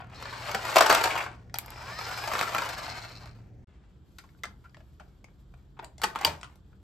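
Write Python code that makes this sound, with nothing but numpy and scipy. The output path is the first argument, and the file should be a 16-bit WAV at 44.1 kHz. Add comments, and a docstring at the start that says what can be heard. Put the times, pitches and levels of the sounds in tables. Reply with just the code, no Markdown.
"""Plastic wheels grind over tiles as a toy lorry rolls back and forth: its hollow tank rattles over the joints,
its gears rasp, and they whine as it speeds up. Then the scene changes: the toy is turned in a hand and ticks,
creaks and snaps. Contact forces excite the resonances of tank, chassis and thin edges. A small hard room
reverberates over a faint rumble, with a hum during the rolling; two microphone ports receive the toy at
different phases."""
import sys
import numpy as np
from scipy import signal
from scipy.fft import rfft, irfft, next_fast_len
from scipy.io import wavfile
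from scipy.ndimage import map_coordinates

SR = 44100
rng = np.random.default_rng(int(sys.argv[2]) if len(sys.argv) > 2 else 0)


def dump(signal):
    """Clip the signal to [-1, 1] and save it as 16-bit WAV at the path in sys.argv[1]."""
    limited = np.clip(np.atleast_2d(signal).T, -1, 1)
    pcm = np.round(limited * 32767).astype(np.int16)
    wavfile.write(sys.argv[1], SR, pcm)


N = 301181
FLOOR_END_S, HAND_START_S = 3.645, 3.672

# Wheels roll back and forth; a hand rubs faintly on the plastic; later a thumb spins a wheel.
# Each row: time in seconds, rumble in dB, hiss over rumble in dB.
ROLLING = [
    [(0.0, -47, -30), (0.062, -60.5, -21.5), (0.1, -58, -17), (0.15, -50, -10), (0.26, -44, -10.5),
     (0.72, -36, -7), (0.78, -29.5, -8), (1.03, -32, -7.5), (1.09, -33.5, -7), (1.17, -33, -12),
     (1.22, -38.5, -8.5), (1.3, -52, -14), (1.5, -76, -7.5)],
    [(1.6, -55, -17), (1.73, -49.5, -10), (2.03, -41, -7), (2.28, -40.5, -5), (2.46, -37, -6),
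     (2.98, -43.5, -8.5), (3.16, -51.5, -8), (3.22, -53.5, -9), (3.42, -72.5, -7), (3.6, -76.5, -7)],
    [(3.7, -70, -12.5), (3.85, -72, -11.5), (4.0, -81.5, -3.5), (4.15, -77.5, -0.5), (5.97, -80, -4),
     (6.06, -54.5, -5), (6.14, -60, -5), (6.2, -40.5, -19), (6.3, -41, -6.5), (6.4, -65.5, -7),
     (6.47, -64, -8), (6.6, -81.5, -3)],
]
# Broad radiation spectrum of the chassis. Each row: frequency in Hz, level in dB.
CHASSIS_SPECTRUM = [(1000, -43), (2200, -3), (2700, -7.5), (3300, -4), (4000, -2), (5300, -3.5), (6300, -6),
                    (7600, -5.5), (9000, -9), (14000, -51)]


def amp(db):
    return 10 ** (np.asarray(db) / 20)


def unit(x):
    return x / np.sqrt(np.mean(x ** 2) + 1e-20)


def along(points, hz):
    """Interpolation of (Hz, value) points on a logarithmic frequency axis."""
    f, v = np.transpose(points)
    return np.interp(np.log(hz + 1), np.log(f + 1), v)


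def curves(rows):
    """Linear interpolation, sample by sample, of each column after the time."""
    s, *cols = np.transpose(rows)
    return [np.interp(np.arange(N) / SR, s, c) for c in cols]


def wobble(rate):
    """Smooth random modulation with rate knots a second."""
    return map_coordinates(rng.standard_normal(int(N * rate / SR) + 4), [np.arange(N) * rate / SR])


def filtered(x, response):
    """Linear filtering by a complex frequency response."""
    m = next_fast_len(N + SR // 2)
    return irfft(rfft(x, m) * response(np.fft.rfftfreq(m, 1 / SR)), m)[..., :N]


def resonator(x, hz, width):
    """A second-order resonance with unit gain at its centre."""
    return signal.lfilter(*signal.iirpeak(min(hz, SR / 3), hz / width, SR), x)


def impulse_response(spectrum, modes=(), lift_db=0):
    """Minimum-phase response of unit energy: resonance peaks on a broad spectrum."""
    hz = np.fft.rfftfreq(4096, 1 / SR)
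    peaks = sum(amp(db + lift_db) / np.sqrt(1 + (2 * (hz - c) / w) ** 2) for c, w, db in modes)
    cepstrum = irfft(np.log(amp(along(spectrum, hz)) * (1 + peaks) + 1e-6))
    cepstrum[1:2048] *= 2
    cepstrum[2049:] = 0
    response = irfft(np.exp(rfft(cepstrum)))[:2048]
    return response / np.linalg.norm(response)


def radiate(forces):
    """Forced vibration: tank, chassis and thin edges each filter the force acting on them."""
    # Broad radiation spectra. Each row: frequency in Hz, level in dB.
    tank_spectrum = [(150, -35), (300, -8.5), (450, -8.5), (700, -4), (1000, -5), (1600, -3.5), (2500, -6),
                     (3300, -11.5), (4500, -24), (9000, -55.5)]
    edge_spectrum = [(4000, -36), (7500, -3.5), (10000, -4), (11500, 7.5), (14200, -2), (15300, -5),
                     (16600, -13.5)]
    # Resonances. Each row: frequency in Hz, bandwidth in Hz, relative height in dB.
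    tank_modes = [(440, 70, -2.5), (652, 110, 3), (903, 110, 4), (1090, 83, -2.5), (1387, 85, 3.5),
                  (2320, 180, -9)]
    chassis_modes = [(4674, 200, -3.5), (2920, 210, -4.5), (8740, 600, -5)]
    parts = (impulse_response(tank_spectrum, tank_modes, lift_db=-6.5),
             impulse_response(CHASSIS_SPECTRUM, chassis_modes),
             impulse_response(edge_spectrum))
    return sum(signal.fftconvolve(force, part)[:N] for force, part in zip(forces, parts))


def grit(rate, spread_db, smooth):
    """Shot noise: random contacts of uneven size on a bed of white noise."""
    hit = rng.random(N) < rate / SR
    sizes = amp(spread_db * np.minimum(rng.exponential(size=N), 3.5)) * rng.standard_normal(N)
    return unit(unit(hit * sizes) + smooth * rng.standard_normal(N))


def rim_pressure(per_turn=1):
    """Periodic loading: an uneven wheel's pressure swings from -1 to 1 as the toy coasts out."""
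    # Each entry: time in seconds of the pressure drop that comes once a turn.
    lifts = [2.64, 2.68, 2.72, 2.762, 2.817, 2.88, 2.935, 3.007, 3.068, 3.14, 3.195, 3.245, 3.3]
    t = np.arange(N) / SR
    turns = np.interp(t, lifts, np.arange(len(lifts)))
    return -np.cos(2 * np.pi * per_turn * turns) * (t > lifts[0]) * (t < lifts[-1])


def wheels_and_rubbing():
    """Roughness excitation: wheels cross grit or a hand rubs the plastic; all three forces throb alike."""
    rumble_db, hiss_db = curves(np.vstack(ROLLING))
    throb = amp(rumble_db + 2.8 * rim_pressure() + 1.7 * wobble(50) + 1.3 * wobble(13))
    contact = [grit(rate=2500, spread_db=0.5, smooth=0.3) for _ in range(3)]
    return throb * contact * amp(np.outer([0, 1, 2.2], hiss_db))


def air(spectrum):
    """Partly coherent stereo noise of unit rms, nearly mono in the bass."""
    # Each row: frequency in Hz, correlation of left and right.
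    correlation = [(60, 0.93), (180, 0.91), (550, 0.71), (1650, 0.2), (4970, 0.61), (7500, .3), (9500, -.7),
                   (15000, -.3)]

    def mid_and_side(hz):
        angle = np.arccos(np.clip(along(correlation, hz), -1, 1)) / 2
        return amp(along(spectrum, hz)) * [np.cos(angle), np.sin(angle)]

    mid, side = filtered(rng.standard_normal((2, N)), mid_and_side)
    return unit(np.array([mid + side, mid - side]))


def hum():
    """Amplitude and phase modulation make the low tones of a distant machine waver."""
    # Each row: frequency in Hz, level in dB, rate of wavering in Hz.
    tones = [(115.6, -49.5, 5.4), (76, -60, 10)]
    t = np.arange(N) / SR
    return sum(amp(db + 1.2 * wobble(rate)) * np.sin(2 * np.pi * hz * t + 1.4 * wobble(rate))
               for hz, db, rate in tones)


def background():
    """Ambient noise: one spectrum with hum for the floor, another for the hand."""
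    # Each row: frequency in Hz, relative spectral density in dB.
    floor_spectrum = [(24, -32), (40, -4.5), (118, -7), (140, -7.5), (215, -14), (363, -20.5), (770, -30.5),
                      (1040, -52.5), (1810, -40), (3300, -60.5), (6650, -53), (9450, -79.5), (16000, -62.5)]
    hand_spectrum = [(24, -49), (40, -2), (77, 1), (99, -11), (130, -1.5), (159, -12), (194, -9),
                     (220, -18), (329, -18), (542, -29.5), (1040, -34.5), (1590, -37.5), (2300, -52),
                     (3300, -39.5), (5800, -57), (6800, -56), (7500, -45), (8400, -70), (16000, -67.5)]
    t = np.arange(N) / SR
    fade_out = np.clip((FLOOR_END_S - t) / 0.004, 0, 1)
    fade_in = np.clip((t - HAND_START_S) / 0.013, 0, 1)
    floor = amp(-51) * air(floor_spectrum) + hum()
    hand = amp(-53.5) * air(hand_spectrum)
    return fade_out * floor + fade_in * hand


def knocks(rows, decay_ms, rise, faster, focus):
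    """Impact excitation: each knock is a decaying burst of force on tank, chassis and thin edges."""
    forces, t = np.zeros((3, N + SR)), np.arange(SR // 10) / SR
    decay_s = decay_ms / 1000 / faster ** np.arange(3)[:, None]
    shape = np.exp(-t / decay_s) * (1 - np.exp(-t / (rise * decay_s)))
    for s, db, body_hz, bright_db, fizz_db in rows:
        burst = shape * rng.standard_normal((3, len(t)))
        struck = int(body_hz > 3500)  # high knocks ring the chassis, the others the tank
        ring = resonator(burst[struck], body_hz, 0.16 * body_hz)
        burst[struck] += focus * ring * np.linalg.norm(burst[struck]) / np.linalg.norm(ring)
        burst /= np.sqrt(np.sum(burst ** 2, 1) / np.sum(shape ** 2, 1))[:, None]
        levels = db + np.array([[0], [bright_db], [fizz_db]])
        forces[:, round(s * SR):][:, :len(t)] += amp(levels) * burst
    return forces[:, :N]


def rattles(count=70):
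    """Random impacts of the tank, as rows for jolts; their strength follows the rumble."""
    s = rng.random(count) * FLOOR_END_S
    level, pitch, brightness = rng.standard_normal((count, 3)).T
    when, rumble_db, _ = np.vstack(ROLLING).T
    db = np.interp(s, when, rumble_db) + 10.5 + 3.5 * level
    return np.transpose([s, db, 1050 * np.exp(0.2 * pitch), -11.5 + 1.5 * brightness])


def jolts():
    """Impacts at tile joints and in the hand: the brighter one is, the more the thin edges fizz."""
    # Each row: start in seconds, force level in dB, pitch in Hz, chassis over tank in dB.
    hard_jolts = [(0.002, -31.5, 720, -24), (0.019, -36, 710, -32.5), (0.224, -29.5, 1160, -6),
                  (0.254, -29.5, 680, -19.5), (0.492, -27, 1314, -5.5), (0.513, -26, 835.4, 1),
                  (0.546, -11.5, 676, -7.5), (0.651, -19.5, 921, -6.5), (0.758, -3.5, 516, -6.5),
                  (0.766, -1, 570.5, -9), (0.782, -12.5, 788, 4.5), (0.787, -6.5, 940, -12),
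                  (0.807, -1, 1425, -7), (0.821, -11.5, 1362, -3.5), (0.832, -17, 1297, -8),
                  (0.862, -12.5, 945.6, -2.5), (0.895, -9.5, 1106, -5), (0.899, -4, 933, -6),
                  (0.91, -6, 1333, -8.5), (0.925, -6.5, 834, -6), (0.94, -12, 994, -8),
                  (0.947, -9, 1416, -0.5), (0.981, -18, 898, -9), (1.011, -15, 911, -9),
                  (1.038, -14, 1524, 3), (1.044, -14.5, 744, -7.5), (1.055, -15.5, 597, -5),
                  (1.072, -16.5, 973, -10), (1.153, -18, 903, -12), (1.162, -16, 802.5, -15.5),
                  (1.188, -19.5, 2323, -15.5), (1.262, -25, 1067, -19.5), (1.556, -32.5, 2047, 1),
                  (1.989, -25.5, 1235, -8.5), (2.089, -37.5, 1460, 5), (2.174, -27, 1540, -2),
                  (2.238, -22.5, 875, -8.5), (2.274, -20.5, 755, -4), (2.281, -23, 905.5, -12.5),
                  (2.316, -18, 1037, -33), (2.334, -15.5, 1399, -7.5), (2.352, -16.5, 1267, -32),
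                  (2.381, -20.5, 1210, -12), (2.426, -18, 1427, -7.5), (2.491, -22, 681, -22),
                  (2.552, -19.5, 848, -13.5), (2.563, -17.5, 1485, -13), (2.582, -13.5, 1438, -9.5),
                  (2.619, -20.5, 1069, -9), (2.689, -25.5, 1500, -0.5), (2.78, -29.5, 1200, -5),
                  (3.048, -30.5, 625, -10.5), (3.257, -40.5, 1375, -5), (4.184, -39, 1400, 4),
                  (4.804, -45, 614.7, -17), (5.538, -46, 617, -13), (6.024, -27, 1397, -9.5),
                  (6.034, -15.5, 1740, -2), (6.038, -11.5, 1500, -3.5), (6.042, -16, 868, -20.5),
                  (6.157, -17.5, 865, -13.5), (6.21, -27, 766, -2.5), (6.261, -20.5, 919, -16.5),
                  (6.274, -19, 616, -19)]
    rows = np.vstack([hard_jolts, rattles()])
    fizz_db = rows[:, 3] - 6.5
    return knocks(np.column_stack([rows, fizz_db]), decay_ms=3.04, rise=0.59, faster=1.06, focus=0.22)


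def gear_rasp():
    """Gear rattle excites the modes of the case; as the gears slow, single ticks stand out."""
    # A slack gear. Each row: time in seconds, ticks per second, their share of the chatter from 0 to 1.
    ticking = [(0, 32, 0.2), (1.7, 36, 0.2), (2.3, 41, 0.2), (2.75, 175, 0.7), (3.09, 160, 0.85),
               (3.16, 95, 0.9), (3.22, 110, .9), (3.27, 56, .9), (3.4, 40, 0.9)]
    # Modes of the case. Each row: frequency in Hz, bandwidth in Hz.
    case_modes = [(4250, 600), (5050, 380)]
    # Each row: time in seconds, level over the rumble in dB, upper mode over lower in dB.
    balance = [(0.09, -33, -4), (0.15, -8, -8.5), (1.2, -32.5, -5), (1.72, -12, 5), (1.93, -6, 1.5),
               (2.25, -7, 4), (2.45, -37, 11), (2.68, -14.5, -4), (2.85, -10.5, -7), (3.05, -11.5, -10),
               (3.17, -8, -12), (3.2, -15.5, -11), (3.28, -7, -12), (3.45, -24.5, -8), (3.6, -90, -3)]
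    rate, share = curves(ticking)
    passed = np.floor(np.cumsum(rate * (1 + 0.06 * wobble(18))) / SR)
    ticks = np.diff(passed, prepend=0) * np.sqrt(SR / rate) * amp(1.5 * rng.standard_normal(N))
    pressure = amp(4 * rim_pressure() + 4 * rim_pressure(per_turn=2) + 1.5 * wobble(40))
    ticks *= pressure * share
    chatter = ticks + pressure * (1 - share) * grit(rate=2100, spread_db=2, smooth=0.4)
    lower, upper = [unit(resonator(resonator(chatter, hz, 1.5 * width), hz, 1.5 * width))
                    for hz, width in case_modes]
    snap = signal.fftconvolve(ticks, impulse_response(CHASSIS_SPECTRUM))[:N]
    tank_knock = unit(resonator(ticks, hz=2450, width=600)) * share
    over_db, tilt_db = curves(balance)
    rumble_db = curves(np.vstack(ROLLING))[0]
    case = amp(-tilt_db / 2) * lower + amp(tilt_db / 2) * upper
    return amp(rumble_db + over_db) * (case + amp(-9.5) * snap + amp(-0.5) * tank_knock)


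def thuds():
    """Heavily damped oscillation: a bump gives a few low cycles."""
    # Each row: start in seconds, relative level in dB, frequency in Hz.
    bumps = [(0.55, -34.5, 199.8), (0.771, -21, 415), (0.788, -24.5, 466), (0.814, -17, 440),
             (0.91, -16, 444), (0.93, -18.5, 479), (0.901, -35.5, 202.2), (2.335, -35, 211),
             (2.409, -35.5, 168), (2.552, -40.5, 195.1), (2.587, -43, 170), (4.469, -46, 205),
             (5.08, -54, 355), (6.037, -34.5, 206), (6.16, -41.5, 238.5), (6.259, -38.5, 81),
             (6.275, -37, 160)]
    out, t = np.zeros(N + SR), np.arange(SR // 10) / SR
    for s, db, hz in bumps:
        out[round(s * SR):][:len(t)] += amp(db) * np.sin(2 * np.pi * hz * t) * np.exp(-hz * t / 2.4)
    return out[:N]


def snaps():
    """A single hard contact is nearly an impulse, so its spectrum is broad."""
    # Each row: start in seconds, force level in dB, pitch in Hz, chassis and edges over tank in dB.
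    contacts = [(0.7665, -6, 900, -6, -16.5), (0.7875, -7, 900, -6.5, -16), (0.862, -12.5, 1000, -2, -12.5),
                (1.5863, -25.5, 890, 11, 25), (1.6614, -36.5, 909, 9, 14.5), (1.7047, -36.5, 870, 8, 14),
                (2.337, -18.5, 1400, -8, -13), (2.392, -15.5, 3930, 2.5, -4), (2.412, -8, 2400, -5, -9),
                (2.584, -17, 1440, -2, -13.5)]
    return knocks(contacts, decay_ms=0.35, rise=0.13, faster=2.1, focus=0.44)


def pings(rise_ms=0.37):
    """Free vibration: a small hollow part, once struck, rings with one short clear note."""
    # Each row: start in seconds, level in dB, frequency in Hz, time to fall 60 dB in seconds.
    notes = [(0.809, -16, 1407, 0.033), (0.862, -17, 3000, 0.017), (0.909, -16, 4548, 0.034),
             (1.542, -25.5, 5860, .014), (1.555, -34, 3275, .03), (1.588, -29.5, 2310, .02),
             (4.185, -45.5, 3870, 0.023), (4.436, -26.5, 2073, 0.035), (4.44, -32, 1350, 0.036),
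             (4.453, -44.5, 1702, 0.044), (5.243, -45, 2120, .02), (6.037, -16, 3002, .015),
             (6.042, -19, 856, 0.036), (6.2482, -6, 3000, 0.0099), (6.2488, -5.5, 4707, .014)]
    out, t = np.zeros(N + SR), np.arange(SR // 10) / SR
    swell = 1 - np.exp(-1000 * t / rise_ms)
    for s, db, hz, t60 in notes:
        tone = np.sin(2 * np.pi * hz * t + rng.uniform(0, 2 * np.pi))
        out[round(s * SR):][:len(t)] += amp(db - 60 * t / t60) * swell * tone
    return out[:N]


def creaks():
    """Soft pushes build force more slowly and drive a resonance of the plastic."""
    # Each row: start in seconds, force level in dB, pitch in Hz, chassis and edges over tank in dB.
    pushes = [(1.105, -22, 2280, -17, -25), (1.175, -21.5, 2300, -7, -12),
              (1.203, -22.5, 2345, -14.5, -25.5), (4.186, -45, 2120, -7, -22), (4.237, -51, 1003, -5, -20),
              (4.64, -51.5, 1400, -9, -31), (4.652, -48, 1390, -17, -30.5), (5.002, -45, 719, -14, -30.5),
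              (5.012, -61, 1350, -20, -30), (5.768, -51, 1097, -22, -29), (5.824, -38, 682, -23, -18.5),
              (6.437, -46, 1103, -12, -26), (6.262, -31, 920, 8, -15.5)]
    return knocks(pushes, decay_ms=6.7, rise=0.69, faster=0.99, focus=0.63)


def clicks():
    """Brief impacts of loose plastic parts, whose treble dies first."""
    # Each row: start in seconds, force level in dB, pitch in Hz, chassis and edges over tank in dB.
    contacts = [(1.497, -48, 1967, -8, -24.5), (1.542, -27, 835, 7, 0.5), (1.681, -35.5, 2260, -14, -11.5),
                (2.548, -17, 1040, -7.5, -12), (4.29, -53.5, 2300, -4, -25),
                (4.348, -54.5, 1380, -23, -25.5), (4.435, -28.5, 2070, 2.5, -4.5),
                (4.439, -29.5, 2000, -10, -20), (4.39, -62, 2500, -4.5, -15), (4.445, -30, 1720, -10, -19),
                (4.454, -33.5, 1700, -1, -26), (4.695, -65.5, 4800, 8.5, -14.5),
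                (4.745, -41.5, 1810, -11, -30), (4.769, -44, 602, -8, -29),
                (4.998, -39.5, 1295, -13.5, -25), (5.243, -41, 2120, -4.5, -14),
                (5.285, -56, 500, -28, -23), (5.791, -31.5, 1080, -16, -36), (5.796, -30, 1030, -16.5, -35),
                (5.84, -39.5, 1110, -23, -29.5), (5.845, -42, 1010, 9, -1), (5.981, -45, 599, 9, -5),
                (5.998, -44.5, 700, -8.5, -18), (6.017, -26, 1474, 4, -5), (6.151, -31, 1027, -8, -20),
                (6.189, -36.5, 1110, 5.5, -7), (6.222, -33, 900, -9, -7.5), (6.233, -28, 813, -11.5, -19),
                (6.24, -27.5, 796.5, -11, -24), (6.2485, -12.5, 2930, -2, 3), (6.252, -18.5, 963, 0.5, -9),
                (6.412, -44, 1852, 5.5, -19), (6.431, -30, 1110, -3.5, -26.5),
                (6.444, -38.5, 1300, -2, -19.5), (6.498, -50, 1070, -12.5, -25),
                (6.557, -55.5, 520, 4.5, 2.5), (6.73, -55, 1518, -19.5, -32)]
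    return knocks(contacts, decay_ms=1.45, rise=0.13, faster=1.5, focus=0.32)


def gear_whine(start_hz=450, limit_hz=1300, climb_s=0.75):
    """Meshing teeth sound harmonics of the tooth-passing frequency, which climbs with the speed."""
    # Each row: harmonic number, relative level in dB.
    harmonics = [(1, -20), (2, -5.5), (3, -10), (4, -18)]
    start_s, loudest_s, stop_s = 1.8, 1.9, 2.3
    t = np.arange(N) / SR
    hz = limit_hz - (limit_hz - start_hz) * np.exp(-np.maximum(t - start_s, 0) / climb_s)
    db = np.interp(t, [start_s - 0.15, start_s, loudest_s, stop_s, stop_s + 0.15],
                   [-150, -46, -41, -44, -150])
    phase = 2 * np.pi * np.cumsum(hz * (1 + 0.008 * wobble(50))) / SR
    return sum(amp(db + level + 4 * wobble(30)) * np.sin(k * phase) for k, level in harmonics)


def room(x, early_db):
    """Early reflections and a reverberant tail; both keep changing because the toy moves."""
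    # Each row: frequency in Hz, reverberation time in seconds, strength with the toy on the floor
    # and in the hand in dB, ratio of side to mid signal.
    walls = np.array([(196.5, 0.41, -9.5, 2, .1), (815, 0.34, -2, -6, 0.64), (2040, 0.21, -4.5, -4.5, 0.75),
                      (6096, 0.17, -5.5, -3, 1), (13900, 0.15, -15.5, -10, 0.9)])
    wet, step = np.zeros((2, N + SR)), SR // 12
    hz, t, _ = signal.stft(np.zeros(SR // 3), SR, nperseg=256)
    t60, floor_db, hand_db, width = [along(walls[:, [0, c]], hz)[:, None] for c in range(1, 5)]
    decay = amp(-60 * t / t60) + amp(early_db - 60 * t / 0.02)
    decay /= np.linalg.norm(decay, axis=1, keepdims=True)
    for start in range(0, N, step):
        mid, side = signal.stft(rng.standard_normal((2, SR // 3)), SR, nperseg=256)[2]
        level = decay * amp(floor_db if start < FLOOR_END_S * SR else hand_db) / np.sqrt(128)
        tail = signal.istft(level * [mid + width * side, mid - width * side], SR, nperseg=256)[1]
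        echo = signal.fftconvolve(x[None, start:start + step], tail, axes=1)
        wet[:, start + 60:][:, :echo.shape[1]] += echo
    return wet[:, :N]


def ports(hz):
    """Level and phase differences between two microphone ports give the stereo image."""
    # Each row: frequency in Hz, left over right in dB.
    level_difference = [(300, 0.6), (1500, 2.5), (5000, 2), (14000, -0.5)]
    # Each row: frequency in Hz, lead of the left in radians.
    phase_lead = [(0, 0), (1720, -0.4), (2760, 0.4), (4740, 0.5), (5860, -0.4), (7580, -0.1), (9040, -2.7),
                  (10800, -3.2), (12600, -6.2), (14300, -6.3), (15600, -9.2), (16500, -9.3)]
    half = np.array([[0.5], [-0.5]])
    gain = amp(half * along(level_difference, hz))
    return gain * np.exp(1j * half * np.interp(hz, *np.transpose(phase_lead)))


def scene():
    """Superposition of direct sound, reverberation and background, with a gap between floor and hand."""
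    forces = wheels_and_rubbing() + jolts() + clicks() + snaps() + creaks()
    toy = radiate(forces) + gear_rasp() + thuds()
    tones = gear_whine() + pings()
    direct = amp(-2.5) * toy + tones
    reverberation = room(toy + amp(-8) * tones, early_db=4.5)  # tones reach the walls more weakly
    t = np.arange(N) / SR
    audible = (t < FLOOR_END_S) | (t > HAND_START_S)
    return filtered(direct + reverberation, ports) * audible + background()


def record(dry):
    """Soft saturation rounds the loudest peaks; a low-pass filter limits the band."""
    return filtered(np.tanh(dry), lambda hz: hz < 16700)


dry = scene()
out = record(dry)
dump(out)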